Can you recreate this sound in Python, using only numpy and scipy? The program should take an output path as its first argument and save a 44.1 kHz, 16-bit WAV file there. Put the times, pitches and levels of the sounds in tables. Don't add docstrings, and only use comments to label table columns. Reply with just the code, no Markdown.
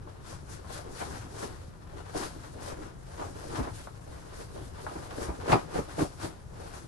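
import sys
import numpy as np
from scipy import signal
from scipy.fft import rfft, irfft, next_fast_len
from scipy.io import wavfile
from scipy.ndimage import uniform_filter1d

SR = 44100
rng = np.random.default_rng(int(sys.argv[2]) if len(sys.argv) > 2 else 0)


def int16_out(signal):
    q = np.round(np.clip(np.atleast_2d(signal).T, -1, 1) * 32767)
    wavfile.write(sys.argv[1], SR, q.astype(np.int16))


N = 302967
SIZE = next_fast_len(N + SR // 2, True)
TIME = np.arange(N) / SR
HZ = np.fft.rfftfreq(SIZE, 1 / SR)

# hz, level_db
VENT_SPECTRUM = [(12, -43), (20, -4.5), (89, 2.5), (159, -5), (243, -16.5), (383, -18.5), (1450, -28),
                 (2150, -38.5), (5040, -45.5), (9800, -50), (11500, -43), (15000, -99), (22000, -120)]
# hz, likeness (0-1)
VENT_LIKENESS = [(30, .93), (70, .8), (130, .55), (250, .2), (600, 0), (9000, .1)]
# hz, left_right_db
VENT_BALANCE = [(100, 2), (150, 6.5), (240, 2.5)]
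# hz, direct_share (0-1)
DIRECT_SHARE = [(130, .6), (220, .1), (300, .45), (520, .55), (1100, .28), (2000, .25), (2700, .07),
                (11000, .13)]
# hz, lead_rad
LEFT_LEAD = [(160, 0), (220, -1), (380, 0), (460, -2.4), (800, -2.6), (1300, -1.8), (1800, -3), (2400, 0)]
# hz, left_right_db
PATH_BALANCE = [(60, -1), (150, 1.5), (330, -2.5), (500, -1), (900, -1.5), (1550, 2.2), (2400, -3),
                (5000, 3), (6800, 5), (9000, -7), (11000, -3)]
# time_s, left_right_db
HAND_PLACE = [(2.5, 4), (3.6, 2.5), (6.0, 2.5), (6.87, 4)]
# pitch_hz, level_db
FITTING_MODES = [(296, -22), (640, -34), (845, -15.5), (1331, -25), (1768, -48), (2145, -32), (2393, -26),
                 (2540, -45), (3207, -45)]
# middle_s, level_db, pitch_hz
PUFFS = [(1.206, -35.5, 95), (3.597, -33, 110), (3.622, -30.5, 59), (5.3, -30, 63.6), (5.544, -27, 110),
         (5.799, -33.5, 72), (6.025, -26.5, 101.5), (6.245, -33.5, 90)]
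# start_s, level_db, pitch_hz
SNAPS = [(0.074, -42, 800), (0.327, -40, 800), (0.646, -42.5, 700), (0.703, -39, 500), (0.791, -37.5, 400),
         (0.849, -41, 380), (1.026, -34, 600), (1.109, -39, 950), (1.441, -36, 290), (1.932, -43.5, 500),
         (2.147, -32, 470), (2.825, -38, 330), (3.222, -31, 700), (3.251, -37, 350), (3.597, -30, 400),
         (3.872, -35.5, 850), (4.576, -39, 600), (4.613, -37.5, 330), (4.866, -28.5, 900),
         (5.183, -30.5, 340), (5.459, -33, 650), (5.477, -26, 370), (5.52, -26, 2400), (5.531, -15, 700),
         (5.545, -22, 270), (5.789, -25.5, 290), (5.981, -28, 420), (6.007, -22, 330), (6.049, -31, 450),
         (6.244, -33, 300)]
# crest_s, level_db, length_s, billow_hz
FLAPS = [(1.014, -36.5, 0.034, 750), (1.434, -33, 0.018, 450), (2.157, -32.5, 0.021, 424),
         (2.719, -41, 0.029, 560), (3.543, -36.5, 0.03, 350), (3.595, -33.5, 0.058, 480),
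         (3.677, -37, 0.029, 500), (4.963, -35.5, 0.021, 448), (5.292, -32, 0.039, 407),
         (5.497, -28.5, 0.023, 414), (5.529, -31, 0.015, 2450), (5.53, -21.5, 0.021, 680),
         (5.557, -25, 0.024, 340), (5.758, -30, 0.0224, 400), (5.79, -29.5, 0.02, 394),
         (5.992, -26.5, 0.011, 566), (6.019, -24, 0.017, 290), (6.242, -35.5, 0.059, 358)]
# hz, level_db
FLAP_SPECTRUM = [(70, -8), (160, 8.5), (230, -2), (330, 2.5), (520, -6.5), (850, 1), (1500, -2.5),
                 (1950, -4), (2400, 0.5), (3200, -23.5), (5000, -4), (11000, -64)]
# hz, level_db
CRUMPLE_SPECTRUM = [(70, 1), (170, -6), (350, -0.5), (600, -6.5), (1100, -6.5), (1600, -12.5), (2100, -19),
                    (4000, -23.5), (9000, -33)]
# hz, level_db
SLIDE_SPECTRUM = [(300, -17), (900, -1), (1500, 3), (2200, -4), (3000, -6), (4500, -4.5), (7000, -6),
                  (9000, -3), (10000, -5.5), (11500, -7)]
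# fastest_s, hiss_level_db, crumple_level_db, length_s
STROKES = [(0.127, -68.5, -55.5, 0.14), (0.316, -51.5, -51.5, 0.089), (0.54, -52, -49, 0.084),
           (0.751, -45.5, -46.5, 0.078), (0.84, -64.5, -51.5, 0.2), (1.014, -45, -46, 0.092),
           (1.127, -67, -42.5, 0.089), (1.182, -51, -50, 0.11), (1.417, -48.5, -42, 0.13),
           (1.579, -58.5, -53.5, 0.13), (1.983, -57.5, -47, 0.072), (2.17, -48, -39.5, 0.03),
           (2.221, -41.5, -38.5, 0.083), (2.38, -57.5, -50.5, 0.49), (2.676, -45.5, -40, 0.075),
           (2.84, -55, -46.5, 0.079), (3.202, -55.5, -47, 0.22), (3.467, -52.5, -45.5, 0.16),
           (3.585, -51, -40.5, 0.14), (3.797, -50, -54, 0.11), (4.23, -57.5, -52.5, 0.31),
           (4.402, -52, -49.5, 0.087), (4.596, -55, -46.5, 0.11), (4.942, -53, -45, 0.26),
           (5.218, -46, -38.5, 0.084), (5.34, -58, -46, 0.35), (5.915, -53.5, -50.5, 0.059),
           (6.612, -56.5, -46, 0.099), (6.76, -53, -49.5, 0.14)]
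# fastest_s, hiss_level_db, crumple_level_db
SHAKES = [(5.522, -44, -29.5), (5.773, -45, -34), (6.014, -42, -37), (6.243, -44.5, -41.5)]

VENT_DB = -47
BOOM_HZ, BOOM_Q, BOOM_DB = 298.5, 11, -4
CRACK_S, SLAP_S = 5.521, 5.531
CRACK_ABOVE_HZ = 2000
FITTING_T60_S = 0.074
SNAP_DB, SNAP_SETTLE_S = -17.5, 0.008
FLAP_RISE_SHARE = 0.34
DULL_OCTAVES = 1.0
STROKE_RISE_SHARE = 0.51
SHAKE_S, SHAKE_RISE_SHARE = 0.05, 0.6
SETTLE_DB, SETTLE_AFTER_S, SETTLE_S, SETTLE_RISE_SHARE = -10.5, 0.021, 0.11, 0.31
EDGE = 5.5
HELD_POWER, HELD_HISS_DB, HELD_CRUMPLE_DB = 0.81, -66, -59.5
CUTOFF_HZ = 11700


def from_db(db):
    return 10 ** (np.asarray(db) / 20)


def rms_one(x):
    return x / np.sqrt(np.mean(x ** 2) + 1e-20)


def over_hz(points):
    hz, value = np.transpose(points)
    return np.interp(np.log(HZ + 1), np.log(hz), value)


def filtered(x, response):
    return irfft(rfft(x, SIZE) * response, SIZE)[..., :N]


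def colour(x, spectrum):
    return rms_one(filtered(x, from_db(over_hz(spectrum))))


def panned(left_right_db):
    return from_db(np.vstack([left_right_db, -left_right_db]) / 2)


def peak_filtered(x, hz, q):
    b, a = signal.iirpeak(hz, q, fs=SR)
    return signal.lfilter(b, a, x)


def drift(rate_hz):
    return rms_one(filtered(rng.standard_normal(N), 1 / (1 + (HZ / rate_hz) ** 2)))


def fluttering(x, split_hz, depth_db, rate_hz):
    dull = filtered(x, 1 / (1 + (HZ / split_hz) ** 4))
    bright = x - dull
    return dull * from_db(depth_db * drift(rate_hz)) + bright * from_db(depth_db * drift(rate_hz))


def ventilation():
    likeness = over_hz(VENT_LIKENESS)
    mid, side = colour(rng.standard_normal((2, N)), VENT_SPECTRUM)
    side = filtered(side, np.sqrt((1 - likeness) / (1 + likeness)))
    ports = np.array([mid + side, mid - side])
    air = fluttering(ports, split_hz=200, depth_db=1.3, rate_hz=5)
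    return from_db(VENT_DB) * filtered(air, panned(over_hz(VENT_BALANCE)))


def evened(response, bins=700):
    return np.sqrt(uniform_filter1d(np.abs(response) ** 2, bins) + 1e-12)


def cabin(patches, tail_t60_s=0.12):
    tail = rng.standard_normal((2, N)) * from_db(-60 * np.minimum(TIME / tail_t60_s, 2))
    walls = 1 + rfft(tail / np.linalg.norm(tail[0]), SIZE)
    share = over_hz(DIRECT_SHARE)
    port_phase = 0.5j * over_hz(LEFT_LEAD) * [[1], [-1]]
    direct = np.sqrt(share) * np.exp(port_phase)
    echoes = np.sqrt(1 - share) * walls / evened(walls)
    centre = np.sqrt(abs(direct.mean(axis=0)) ** 2 + (1 - share) / 2)
    tone = panned(over_hz(PATH_BALANCE)) / centre
    return filtered(patches[0], direct * tone) + filtered(patches[1:], echoes * tone)


def boom(linen):
    return from_db(BOOM_DB) * peak_filtered(linen, BOOM_HZ, BOOM_Q)


def fittings_ringing():
    out = 0
    port_phase = np.array([[0], [np.pi / 2]])
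    for hz, db in FITTING_MODES:
        struck_s = CRACK_S if hz > CRACK_ABOVE_HZ else SLAP_S
        age = np.clip(TIME - struck_s, 0, 1)
        swell = 1 - np.exp(-age / 0.001)
        decay = from_db(db - 60 * age / FITTING_T60_S)
        out = out + decay * swell * np.sin(2 * np.pi * hz * age + port_phase)
    return out


def puffing():
    out = np.zeros(N)
    for s, db, hz in PUFFS:
        turns = np.clip((TIME - s) * hz, -10, 10)
        out += from_db(db) * np.sin(2 * np.pi * turns) * np.exp(-turns ** 2)
    return out


def grains(per_s, spread_db, count=3):
    born = rng.random((count, N)) < per_s / SR
    sign = rng.choice([-1, 1], (count, N))
    chance = rng.standard_normal((count, N))
    return born * sign * from_db(spread_db * np.clip(chance, -2, 2))


def snapping(width_octaves=1.62, crack=2.0):
    out = np.zeros((3, N))
    slips = grains(per_s=2500, spread_db=2.0)
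    settling = np.exp(-TIME[:SR // 10] / SNAP_SETTLE_S)
    for s, db, hz in SNAPS:
        start = round(s * SR)
        span = slice(start, start + len(settling))
        run = slips[:, span] * settling
        run[:, 0] = crack
        edges_hz = hz * 2 ** (width_octaves * np.array([-.5, .5]))
        fold = signal.butter(2, edges_hz, "band", fs=SR, output="sos")
        run = signal.sosfilt(fold, signal.sosfilt(fold, run))
        out[:, span] += from_db(db + SNAP_DB) * rms_one(run)
    return out


def flapping(per_s=3000, spread_db=-0.5, gain_db=0.5, billow_db=1.5, billow_q=3.2):
    out = 0
    pops = colour(grains(per_s, spread_db), FLAP_SPECTRUM)
    for s, db, length_s, billow_hz in FLAPS:
        rise_s, fall_s = FLAP_RISE_SHARE * length_s, (1 - FLAP_RISE_SHARE) * length_s
        away = np.maximum((s - TIME) / rise_s, (TIME - s) / fall_s)
        swell = np.exp(-np.clip(away, 0, 20))
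        dulling = signal.butter(2, billow_hz * 2 ** DULL_OCTAVES, fs=SR, output="sos")
        flap = signal.sosfilt(dulling, pops * swell)
        billow = peak_filtered(flap, billow_hz, billow_q)
        out = out + from_db(db + gain_db) * (flap + from_db(billow_db) * billow)
    return out


def movement(s, length_s, rise_share):
    rise_s, fall_s = rise_share * length_s, (1 - rise_share) * length_s
    away = np.maximum((s - TIME) / rise_s, (TIME - s) / fall_s)
    return (1 + away ** 2 / EDGE) ** -EDGE


def handling():
    moves = [(HELD_POWER, HELD_HISS_DB, HELD_CRUMPLE_DB)]
    for s, hiss_db, crumple_db, length_s in STROKES:
        moves.append((movement(s, length_s, STROKE_RISE_SHARE), hiss_db, crumple_db))
    for s, hiss_db, crumple_db in SHAKES:
        jerk = movement(s, SHAKE_S, SHAKE_RISE_SHARE)
        settling = from_db(SETTLE_DB) ** 2 * movement(s + SETTLE_AFTER_S, SETTLE_S, SETTLE_RISE_SHARE)
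        moves.append((jerk + settling, hiss_db, crumple_db))
    total = sum(power * from_db([[hiss_db], [crumple_db]]) ** 2 for power, hiss_db, crumple_db in moves)
    return 10 * np.log10(total)


def hollow(x, hz, q, block=256):
    out, state = np.zeros_like(x), np.zeros((len(x), 2))
    for i in range(0, N, block):
        w = 2 * np.pi * hz[i] / SR
        r = np.exp(-w / (2 * q))
        b = [(1 - r * r) / 2, 0, (r * r - 1) / 2]
        a = [1, -2 * r * np.cos(w), r * r]
        out[:, i:i + block], state = signal.lfilter(b, a, x[:, i:i + block], zi=state)
    return out


def creasing(level_db, gain_db=-11.5, low_hz=380, high_hz=1500, q=5.0, count=8):
    ticks = 0
    for hz in np.geomspace(low_hz, high_hz, count):
        flips = grains(per_s=4, spread_db=2.5) + 1e-18
        ticks = ticks + peak_filtered(flips, hz, q) / hz
    return from_db(level_db + gain_db) * rms_one(ticks)


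def crumpling(level_db, per_s=650, spread_db=2.5, gain_db=-2.5, pocket_hz=450, wander_octaves=0.39):
    pops = colour(grains(per_s, spread_db), CRUMPLE_SPECTRUM)
    moving_hz = pocket_hz * 2 ** (wander_octaves * drift(rate_hz=4.0))
    pops = pops + hollow(pops, moving_hz, q=4.5)
    return from_db(level_db + gain_db) * fluttering(pops, split_hz=640, depth_db=4.0, rate_hz=17.2)


def sliding(level_db, per_s=9000, spread_db=-1.0, weave_hz=4800, weave_db=-5.5):
    hiss = colour(grains(per_s, spread_db), SLIDE_SPECTRUM)
    moving_hz = weave_hz * 2 ** (0.3 * np.clip(drift(rate_hz=6), -2, 2))
    hiss = rms_one(hiss + from_db(weave_db) * hollow(hiss, moving_hz, q=2.5))
    snags = from_db(1.1 * drift(rate_hz=45))
    return from_db(level_db) * snags * fluttering(hiss, split_hz=3070, depth_db=1.6, rate_hz=10)


def scene(linen_db=-1.0):
    slide_db, crumple_db = handling()
    place_s, place_db = np.transpose(HAND_PLACE)
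    hands_db = np.interp(TIME, place_s, place_db)
    linen = sliding(slide_db) + crumpling(crumple_db) + creasing(crumple_db)
    linen = linen + flapping() + snapping() + puffing()
    at_ports = from_db(linen_db) * cabin(linen + boom(linen)) * panned(hands_db)
    return at_ports + fittings_ringing() + ventilation()


def record(dry):
    return signal.sosfilt(signal.ellip(12, .1, 80, CUTOFF_HZ, fs=SR, output="sos"), dry)


dry = scene()
out = record(dry)
int16_out(out)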